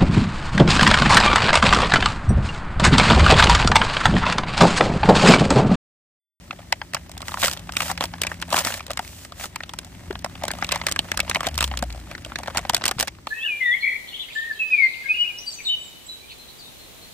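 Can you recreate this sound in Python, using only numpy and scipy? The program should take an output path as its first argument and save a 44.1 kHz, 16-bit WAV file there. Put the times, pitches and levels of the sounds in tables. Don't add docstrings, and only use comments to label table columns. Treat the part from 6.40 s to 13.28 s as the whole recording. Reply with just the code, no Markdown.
import sys
import numpy as np
from scipy import signal
from scipy.fft import rfft, irfft
from scipy.io import wavfile
from scipy.ndimage import uniform_filter1d, minimum_filter1d

SR = 44100
rng = np.random.default_rng(int(sys.argv[2]) if len(sys.argv) > 2 else 0)


def voltage_ratio(decibels):
    exponent = np.asarray(decibels, float) / 20
    return 10 ** exponent


def output_pcm(signal):
    pcm = np.clip(np.atleast_2d(signal).T, -1, 1) * 32767
    wavfile.write(sys.argv[1], SR, np.round(pcm).astype(np.int16))


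N = 303408
TIME = np.arange(N) / SR
HZ = np.fft.rfftfreq(N, 1 / SR)


def evened(x):
    return x / np.sqrt(np.mean(x ** 2) + 1e-20)


def wandering(width):
    return evened(uniform_filter1d(uniform_filter1d(rng.standard_normal(N), width), width))


def over_time(points, t=TIME):
    return np.interp(t, *np.transpose(points))


def read(points, hz):
    f, value = np.transpose(points)
    return np.interp(np.log(hz + 1), np.log(f + 1), value)


def held_db(t, start, hold, rise, fall):
    return -rise * np.maximum(start - t, 0) - fall * np.maximum(t - start - hold, 0)


def add(mix, s, sound):
    part = mix[:, max(round(s * SR), 0):][:, :sound.shape[1]]
    part += sound[:, :part.shape[1]]


def coloured(x, points):
    level_db = np.maximum(read(points, abs(np.fft.fftfreq(2048, 1 / SR))), -100)
    log_gain = np.log(voltage_ratio(level_db))
    taps = np.fft.ifft(np.exp(np.conj(signal.hilbert(log_gain)))).real[:1024]
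    return signal.oaconvolve(x, taps[None], axes=-1)[..., :x.shape[-1]]


def ports(pair, same, lead_s=0.):
    z, hz = rfft(pair), np.fft.rfftfreq(pair.shape[1], 1 / SR)
    c = np.clip(read(same, hz), -1, 1)
    right = c * z[0] + np.sqrt(1 - c ** 2) * z[1]
    right = right * np.exp(-2j * np.pi * hz * lead_s)
    return irfft(np.array([z[0], right]), pair.shape[1])


# f/Hz, likeness [-1 to 1]
AIR_LIKENESS = [(60, 0.96), (240, 0.91), (950, -0.41), (3770, -0.35), (15000, 0.78)]
# f/Hz, level/dB per Hz
AIR_SPECTRUM = [(20, -60), (40, -9), (60, 2), (95, -0.5), (125, -7.5), (200, -9), (370, -13.5),
                (450, -23.5), (2000, -31), (6000, -34), (15000, -91)]
# t/s, level/dB
TRAFFIC_SWELL = [
    (0, -3),
    (1, 3.5),
    (2, 2),
    (3, -1),
    (4, 5),
    (6.4, 4),
    (6.88, -3),
]


def air():
    insects = voltage_ratio(-34) * np.exp(-((HZ - 8100) / 410) ** 2)
    z = rfft(ports(rng.standard_normal((2, N)), AIR_LIKENESS)) * (voltage_ratio(read(AIR_SPECTRUM, HZ)) + insects)
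    bass_share = 1 / (1 + (HZ / 400) ** 4)
    rumble = voltage_ratio(over_time(TRAFFIC_SWELL)) * irfft(z * bass_share, N)
    hiss = irfft(z * (1 - bass_share), N)
    return voltage_ratio([[-42.58], [-43.7]]) * evened(rumble + hiss)


# t/s, level/dB
IDLE_LEVEL = [
    (0, -54.5),
    (1.15, -48),
    (1.4, -40.5),
    (2.2, -43),
    (2.35, -61.5),
    (4.2, -44),
    (5.4, -44.5),
    (5.7, -71),
]


def engine():
    waver = 1 + 0.0124 * wandering(3000)
    speed_hz = 86.1 - 47 * np.clip(TIME - 4.89, 0, .62)
    turns = np.cumsum(speed_hz * waver) / SR
    idle = voltage_ratio(over_time(IDLE_LEVEL))
    labour = voltage_ratio(held_db(TIME, start=5.16, hold=0.34, rise=160, fall=70))
    tone = 0
    for level, orders_db in [(idle, [-6, -0.5, -11.5]), (labour, [-30])]:
        for order, db in enumerate(orders_db, 1):
            tone = tone + level * voltage_ratio(db) * np.sin(2 * np.pi * order * turns)
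    return tone * voltage_ratio([[.7], [-.7]])


# t/s, peak level/dB, f/Hz
PANEL_POPS = [(0.101, -26.5, 249), (0.545, -24.5, 140), (1.605, -24, 262), (2.163, -39, 172),
              (2.263, -20, 240), (2.59, -25, 186), (3.705, -13, 382), (5.064, -18.5, 267),
              (5.424, -15.5, 220), (5.426, -10.5, 716), (0.325, -15, 663), (6.566, -19, 135)]


def pops():
    out, t = np.zeros((2, N)), np.arange(3000) / SR
    shape = (1 - np.exp(-t / 0.0018)) * voltage_ratio(-60 * t / 0.035)
    for s, peak_db, hz in PANEL_POPS:
        add(out, s, voltage_ratio([[peak_db], [peak_db - 2.5]]) * shape * np.sin(2 * np.pi * hz * t))
    return out


# f/Hz, level/dB
PACK_CAVITY = [(200, -57.5), (400, -16), (560, -3.5), (16000, -3)]


def in_pack(body):
    return coloured(body, PACK_CAVITY)


# f/Hz, likeness [-1 to 1]
NEAR_LIKENESS = [(700, 0.96), (1500, 0.67), (3000, 0.91), (6000, 0.013), (15000, 0.031)]


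def near_ports(pair):
    return ports(pair, NEAR_LIKENESS, lead_s=.00007)


# t/s, level/dB
FINGER_GRIP = [
    (.7, -52),
    (1.25, -47.5),
    (2.05, -48),
    (2.9, -53),
    (3.95, -49),
    (4.2, -41.5),
    (5.4, -46),
    (5.65, -50),
    (6.35, -44),
    (6.75, -59.5),
]
# start t/s, hold/s, card body level/dB, fibre hiss level/dB
CARD_PULLS = [(0.557, .004, -40.5, -61), (0.874, 0.069, -45, -48.5), (1.013, 0.063, -35, -34),
              (1.073, 0.067, -40, -46.5), (1.371, 0.14, -35.5, -40.5), (1.633, 0.0075, -29, -41.5),
              (1.841, 0.09, -38.5, -56), (2.139, 0.068, -28, -35), (2.251, 0.053, -28, -38.5),
              (2.313, 0.064, -38, -44.5), (2.627, 0.23, -59, -52.5), (3.005, 0.049, -37, -43.5),
              (4.04, 0.031, -46, -71), (4.342, 0.016, -27, -64), (4.468, 0.02, -43, -50),
              (4.882, 0.19, -43, -59), (5.05, 0.008, -30, -65), (5.231, 0.016, -45, -40.5),
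              (5.704, 0.0079, -36.5, -73), (6.16, 0.018, -33, -62), (6.46, 0.03, -34.5, -71),
              (6.616, 0.0077, -32, -39)]


def effort():
    t = np.arange(0, N + 64, 64) / SR
    grip_db = over_time(FINGER_GRIP, t)
    hiss_db = -62 + 0.58 * (grip_db - grip_db.mean())
    level = voltage_ratio([grip_db, hiss_db])
    for start, hold, *peak_db in CARD_PULLS:
        pull_db = np.c_[peak_db] + held_db(t, start, hold, rise=425, fall=540)
        level = np.hypot(level, voltage_ratio(pull_db))
    return [np.interp(TIME, t, v) for v in level]


# f/Hz, level/dB per Hz
CARD_BODY = [(300, -33.5), (550, 1), (800, -2.5), (1400, -7), (1900, -3), (3200, -9.5), (10000, -26.5)]
# f/Hz, level/dB per Hz
FIBRE_HISS = [(1000, -20), (2600, 3), (6600, 3.5), (8200, 4.5), (9600, -0.5), (12500, -3), (15200, 3),
              (15900, -34)]


def rip(breaks_per_s=1200, size_db=0.5, clump_db=2.5, smooth=0.72):
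    body_gain, hiss_gain = effort()
    clumps = voltage_ratio(clump_db * wandering(150))
    ticks = voltage_ratio(5.9 * np.minimum(rng.exponential(1, N), 2)) * (rng.random(N) < 200 / SR)
    creaks = 0.36 + 0.27 * signal.lfilter([1], [1, -.99], ticks)
    sizes = voltage_ratio(size_db * np.minimum(rng.exponential(1, N), 4)) * (rng.random(N) < breaks_per_s / SR)
    breaks = evened(signal.lfilter([1], [1, -.93], sizes ** 2) ** .5)
    roughness = hiss_gain / (hiss_gain + voltage_ratio(-47))
    drive = rng.standard_normal((2, N)) * ((smooth + (1 - smooth) * breaks) * clumps) ** roughness
    body = body_gain * voltage_ratio(0.5) * evened(coloured(drive * creaks, CARD_BODY))
    hiss = hiss_gain * voltage_ratio(5.5) * evened(coloured(drive * (creaks + 6.5), FIBRE_HISS))
    return near_ports(in_pack(body) + hiss)


# t/s, level/dB
SHELL_PUSH = [
    (0, -25.5),
    (2, -9.5),
    (5.802, -12),
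    (6.1, -8.5),
]


def shell(body):
    band = signal.butter(2, [170, 420], "band", fs=SR, output="sos")
    return signal.sosfilt(band, abs(body[0])) * voltage_ratio(over_time(SHELL_PUSH))


LEAD_S = .005


def slipping(t, peak_db, hz, crack_db):
    softness = peak_db / -4.5
    run_ms = 0.36 + (1.365 - 0.36) * np.clip(softness, 0, 1)
    run_ms *= (1500 / hz) ** 0.061
    u = np.maximum(t - LEAD_S, 0) / (0.0013 * max(run_ms, .25))
    onset = 1 - np.exp(-u / (0.031 + 0.12 * np.clip(softness, 0, 1.5)))
    rustle = 0.15 * voltage_ratio(held_db(t, LEAD_S, 0, 5900, 1160))
    slips = rng.standard_normal((4, len(t))) * (onset * 1.09 * np.exp(-u / 1.75) + rustle)
    jerk = 7.5 * np.clip(-crack_db / 14, 0, 1)
    slips[:, round((LEAD_S + .0009) * SR)] += jerk * np.array([0.85, 0.33, 0.28, 0.026])
    dullness = np.clip(0.12 - 0.0053 * crack_db, 0, .9)
    slips[2:] = signal.lfilter([1], [1, -dullness], slips[2:])
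    return slips, u


def patch_ring(t, hz):
    place, phase = rng.random((2, 14, 1))
    modes_hz = 520 * 11 ** ((np.arange(14)[:, None] + place) / 14)
    modes_hz[0] = hz
    octaves = np.log2(modes_hz / hz)
    t60 = .008 * (1000 / modes_hz) ** .6
    level_db = -3.5 * abs(octaves) + 1.58 * octaves + 6 * (octaves == 0)
    ring = (voltage_ratio(level_db - 60 * t / t60) * np.sin(2 * np.pi * (modes_hz * t + phase))).sum(0)
    return ring * (1 - np.exp(-t * hz / 0.1)) ** 2 * np.sqrt(hz / 1000)


def snap(peak_db, hz, crack_db):
    t = np.arange(1200) / SR
    slips, u = slipping(t, peak_db, hz, crack_db)
    body = signal.fftconvolve(slips[:2], patch_ring(t, hz)[None], axes=1)[:, :len(t)]
    peak = abs(signal.hilbert(body)).max(1, keepdims=True)
    crack = voltage_ratio(peak_db + crack_db - 0.5) * slips[2:] * (0.49 + np.exp(-u / 0.55))
    return voltage_ratio(peak_db + 0.5) * body / peak, crack


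# t/s, level/dB, f/Hz, crack/dB
FILM_SNAPS = [(0.108, -13, 1420, -36), (0.325, -1, 2430, -11), (0.4153, -13.5, 950, -54),
              (0.535, -17.5, 1770, -7.5), (0.546, -7.5, 1920, -8), (0.566, -15.5, 970, -40),
              (0.694, -29, 980, -7), (0.716, -42.5, 2260, 11.5), (0.778, -33, 4280, 6.5),
              (0.818, -23.5, 4030, -4), (0.826, -20, 1290, -21), (0.882, -13, 1920, -12.5),
              (0.918, -18.5, 1820, -31), (0.941, -12.5, 1040, -14), (0.972, -12, 1070, -35),
              (1.018, -21.5, 5000, 0), (1.028, -5.5, 1000, -29), (1.041, -5.5, 584, -10.5),
                 (1.047, -10, 4800, -1.5), (1.058, -25, 1740, -18), (1.081, -9.5, 1380, -5.5),
                 (1.113, -24.5, 2670, 4.5), (1.133, -26.5, 1800, 5.5), (1.173, -20.5, 3130, -11.5),
                 (1.292, -14, 1330, -45), (1.322, -23.5, 5200, -4), (1.368, -3, 2800, -10),
                 (1.404, -7, 2530, -10.5), (1.42, -13.5, 850, -6), (1.5, -8, 950, -25),
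                 (1.514, -13, 795, -5), (1.576, -11.5, 2030, -19), (1.608, -4, 950, -18),
                 (1.624, -8.5, 1780, -33), (1.639, -14, 940, -2.5), (1.737, -17.5, 1610, -36),
                 (1.817, -17, 2000, 6.5), (1.835, -10, 2300, -9.5), (1.868, -9.5, 2370, -9.5),
                 (1.916, -12, 1100, -27),
              (2.024, -11, 2700, -16), (2.124, -11, 1030, -24), (2.127, -5.5, 1090, -12),
                  (2.143, -0.5, 1130, -32), (2.154, -11.5, 1710, -19), (2.178, -8.5, 1100, -11),
                  (2.187, -11.5, 4970, -0.5), (2.249, -13, 1810, -0.5), (2.27, -9.5, 1650, -8),
                  (2.303, -15, 2040, -25), (2.34, -18, 1700, -2.5), (2.405, -17, 2630, -26),
                  (2.466, -47.5, 3700, 20), (2.505, -11, 690, -13.5), (2.533, -33.5, 663, 5.5),
                  (2.573, -10.5, 1880, -10.5), (2.592, -9.5, 830, -14.5), (2.849, -25.5, 1230, -7.5),
                  (2.921, -20.5, 1090, -18), (3.04, -17, 844, -12), (3.159, -16, 1820, -6),
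                  (3.205, -17.5, 1770, -31), (3.234, -16.5, 4200, -22), (3.293, -18, 2670, -15.5),
                  (3.336, -20, 880, -8.5), (3.388, -20.5, 3300, -0.5), (3.447, -45, 4450, 12.5),
              (3.707, -22, 800, -43), (3.754, -16.5, 1760, -36), (3.845, -7, 1470, -16),
               (3.953, -23.5, 1680, -34), (4.036, -10.5, 710, -11), (4.081, -13, 1320, -4.5),
               (4.105, -12, 1770, -46), (4.114, -19, 1460, -0.5), (4.186, -21.5, 1310, -11),
               (4.224, -5, 1790, -46), (4.245, -12, 2530, -11), (4.29, -9.5, 2660, -21),
               (4.319, -15.5, 3600, 0), (4.322, -7, 2270, -5.5), (4.358, -11.5, 1060, -10),
               (4.414, -10.5, 1940, -34), (4.467, -6.5, 2230, -5), (4.485, -11.5, 1240, -12),
               (4.514, -23.5, 2900, 6.5), (4.522, -23.5, 4300, 10), (4.561, -9.5, 1620, -17),
               (4.591, -2, 3100, -13.5), (4.717, -2.5, 1960, -15.5), (4.741, -22, 940, -27),
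               (4.774, -14, 1200, 0.5), (4.792, -7.5, 1760, -20), (4.802, -5, 2720, -8.5),
               (4.878, -19, 1380, -28), (4.897, -17, 1070, 4.5), (4.912, -6, 3500, -31),
              (4.947, -7, 1900, -12), (4.957, -4.5, 2320, -26), (5.006, -10, 1130, -13.5),
                (5.031, -12, 750, -18), (5.068, -10, 3200, -4), (5.086, -18.5, 3050, -7),
                (5.143, -35.5, 2800, 4), (5.178, -16, 1180, 2.5), (5.187, -13, 2730, -9),
                (5.207, -6, 3580, -7.5), (5.226, -5.5, 2830, -11), (5.241, -8, 3340, -6.5),
                (5.277, -31.5, 800, 3.5), (5.313, -14, 730, -39), (5.338, -15, 1190, -52),
                (5.373, -17.5, 2800, -2), (5.425, -13.5, 640, -8.5), (5.503, -23.5, 2920, -15),
                (5.713, -20, 1820, -16), (5.75, -15.5, 1970, -38), (5.848, -18.5, 2600, -12),
                (5.919, -18, 1290, -40), (5.957, -9, 2580, -24), (5.987, -21.5, 865, -4),
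              (6.033, -15, 4260, -21), (6.08, -10.5, 664, -23), (6.159, -15.5, 660, -31),
               (6.172, -5, 4900, -7.5), (6.18, -11, 720, -8), (6.25, -15, 745, -33.5),
               (6.296, -7, 1850, -3), (6.334, -13, 790, -9), (6.346, -5.5, 4500, -1.5),
               (6.366, -14.5, 2880, -0.5), (6.419, -16, 1520, -37), (6.439, -8.5, 2500, -10.5),
               (6.455, -19, 1720, 10), (6.48, -14, 2840, 4.5), (6.512, -10, 1590, -6.5),
               (6.599, -18, 4500, 8), (6.608, -11.5, 2520, 1), (6.627, -11, 620, -4),
               (6.68, -12.5, 2290, -8), (6.87, -9.5, 833, -24)]
# t/s, peak level/dB, ring f/Hz, crack level over the ring/dB
SMALL_CREASES = [(0.128, -25, 584, -34), (0.188, -27.5, 590, -25), (0.202, -32, 606, -18),
                 (0.737, -44, 931, -14), (0.768, -27, 850, -20), (0.805, -23.5, 1260, -14),
                 (0.891, -21, 1140, -23), (0.982, -21, 1000, -25), (1.058, -12.5, 1680, 0),
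                 (1.166, -25, 1300, -20), (1.23, -38, 754, -22), (1.336, -27, 1320, -7),
                 (1.353, -25, 2640, -14), (1.467, -37, 738, -7), (1.482, -18, 1670, -29),
                 (1.494, -21, 880, -31), (1.554, -29, 2010, -22), (1.782, -28, 1160, -14),
                 (1.848, -17, 735, -27), (1.897, -36, 1130, -19), (1.942, -27, 1980, -11),
                 (1.978, -49, 1620, -31), (2.0, -32.5, 2720, -4), (2.082, -27, 756, -20),
                 (2.104, -26.5, 1310, 0), (2.114, -18, 1030, -36), (2.162, -11, 1080, -7),
                 (2.322, -14.5, 1060, -13), (2.394, -22, 2060, -21), (2.428, -39, 2010, -2),
                 (2.48, -27, 614, -11), (2.498, -22, 595, -28), (2.514, -30, 730, 7),
                 (2.628, -31, 926, -11), (2.648, -28, 2040, -7), (2.677, -38, 5000, 5),
                 (2.73, -35, 1310, -9), (3.01, -18, 1780, -21), (3.056, -23.5, 1070, -3),
                 (3.226, -34, 4260, -25.5), (3.431, -33.5, 1070, -30), (3.607, -34, 770, -25),
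                 (3.727, -27, 1670, -11), (3.861, -19, 680, -17), (3.896, -33, 716, -10),
                 (4.021, -22, 730, -21), (4.052, -19.5, 725, -7), (4.093, -32, 1720, -17),
                 (4.135, -20, 595, -14), (4.237, -23, 930, -10),
                 (4.311, -14, 2100, -17), (4.399, -24, 1330, -25), (4.436, -20.5, 660, -26),
                      (4.493, -28, 705, 3), (4.644, -26, 1050, -15), (4.651, -25, 705, -18),
                      (4.685, -26, 947, -25), (4.83, -26, 630, -16), (4.848, -27, 700, -22),
                      (4.966, -13, 630, -15), (4.994, -27, 1190, -39), (5.043, -21, 1150, -21),
                      (5.072, -11.5, 759, -12), (5.133, -32, 641, -16), (5.155, -31, 5000, 3),
                      (5.217, -13.5, 2820, -14), (5.253, -40, 3010, -18), (5.351, -34, 700, -13),
                      (5.438, -27.5, 604, -1.5), (5.546, -26.5, 700, -28), (5.559, -32, 600, -8),
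                      (5.576, -31, 660, -12), (5.672, -34, 1230, -20), (5.779, -24.5, 1330, -20),
                      (5.861, -22, 683, -16), (5.898, -33, 996, -36), (5.999, -25, 653, -14),
                      (6.059, -22, 1770, -20), (6.074, -15.5, 650, -18), (6.1, -25, 1280, -15),
                      (6.105, -25, 608, -26), (6.148, -17.5, 704, -17), (6.19, -13.5, 720, -14),
                      (6.213, -42, 1010, 1), (6.307, -21, 820, -11), (6.378, -25, 750, -4),
                      (6.411, -19, 1590, -27), (6.462, -13, 2080, -0.5), (6.49, -16, 715, -5),
                      (6.541, -47, 2190, -9), (6.584, -16.5, 1070, -25), (6.592, -17, 2300, -1),
                      (6.674, -17.5, 2320, -5.5), (6.75, -36, 2380, -17), (6.765, -45, 1010, -25),
                      (6.785, -32.5, 616, -35),
                 (1.033, -8, 2200, -6.5), (1.097, -22, 1500, -3), (1.128, -29, 4500, 3),
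                 (2.167, -7, 1090, -9), (2.170, -16, 2500, -14), (2.18, -12, 1100, -11),
                 (2.191, -16, 1190, 0), (2.194, -21, 1500, -4), (2.203, -27, 2000, -13),
                 (2.279, -22, 1800, -8), (5.062, -29, 2000, -1), (5.054, -28, 1500, -12),
                 (5.285, -43, 4000, -1), (0.228, -36, 880, -23), (0.3252, -13.5, 3070, -38),
                 (0.3255, -2.5, 2050, -36), (3.708, -15, 950, -24), (5.425, -11, 474, -30)]
# t/s, peak level/dB
SETTLING_TICKS = [(1.194, -32), (2.016, -22.5), (5.39, -24), (5.5256, -30.5), (5.599, -37.5), (.196, -46),
                  (1.655, -23.5), (3.791, -33.5), (4.216, -33), (4.267, -33), (4.376, -34), (5.736, -51),
                  (6.199, -35)]
# f/Hz, level/dB per Hz
CRACK_SPECTRUM = [(1800, -8), (3200, -2), (5000, -2.5), (6500, -5.5), (8000, -1), (10000, -10.5),
                  (14000, -13), (16300, -12.5)]


def film():
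    snaps = FILM_SNAPS
    small = SMALL_CREASES
    ticks = [(s, peak_db, 4000, -1.5) for s, peak_db in SETTLING_TICKS]
    body, crack = np.zeros((2, 2, N))
    for s, *crease in snaps + small + ticks:
        ring, burst = snap(*crease)
        add(body, s - LEAD_S, ring)
        add(crack, s - LEAD_S, burst)
    unit = np.sqrt((coloured(np.eye(1, 1024), CRACK_SPECTRUM) ** 2).sum())
    heard = near_ports(in_pack(body) + coloured(crack, CRACK_SPECTRUM) / unit)
    return heard + shell(body)


# f/Hz, level/dB
PORT_TILT = [(60, 3), (240, 2), (950, 3), (3770, -0.5), (15000, -2.5)]


def tilted(x):
    return irfft(rfft(x) * voltage_ratio(np.outer([.5, -.5], read(PORT_TILT, HZ))), N)


def scene():
    return air() + engine() + pops() + tilted(rip() + film())


def starved(x):
    hz, _, z = signal.stft(x, SR, nperseg=256, noverlap=192)
    band_db = 10 * np.log10(uniform_filter1d((abs(z) ** 2).mean(0), size=5, axis=0) + 1e-20)
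    near_db = -minimum_filter1d(-band_db, size=25, axis=1)
    noise = uniform_filter1d(rng.standard_normal(band_db.shape), size=7, axis=0)
    patches = evened(uniform_filter1d(noise, size=5, axis=1))
    hz = hz[:, None]
    lost = (band_db < near_db - 12) & (patches > 1.3 - hz / 7000) & (hz > 3500)
    return signal.istft(z * np.where(lost, .05, 1), SR, nperseg=256, noverlap=192)[1][:, :N]


def roll_off(x):
    return signal.sosfilt(signal.butter(12, 16800, fs=SR, output="sos"), x)


def record(dry):
    low, high = (signal.firwin(511, hz, window=("kaiser", 7), fs=SR) for hz in (15550, 16500))
    edge = low + voltage_ratio(-23) * (high - low)
    overloaded = np.tanh(dry * 1.012) / 0.88
    mix = starved(signal.oaconvolve(overloaded, edge[None], "same"))
    return roll_off(mix)


dry = scene()
out = record(dry)
output_pcm(out)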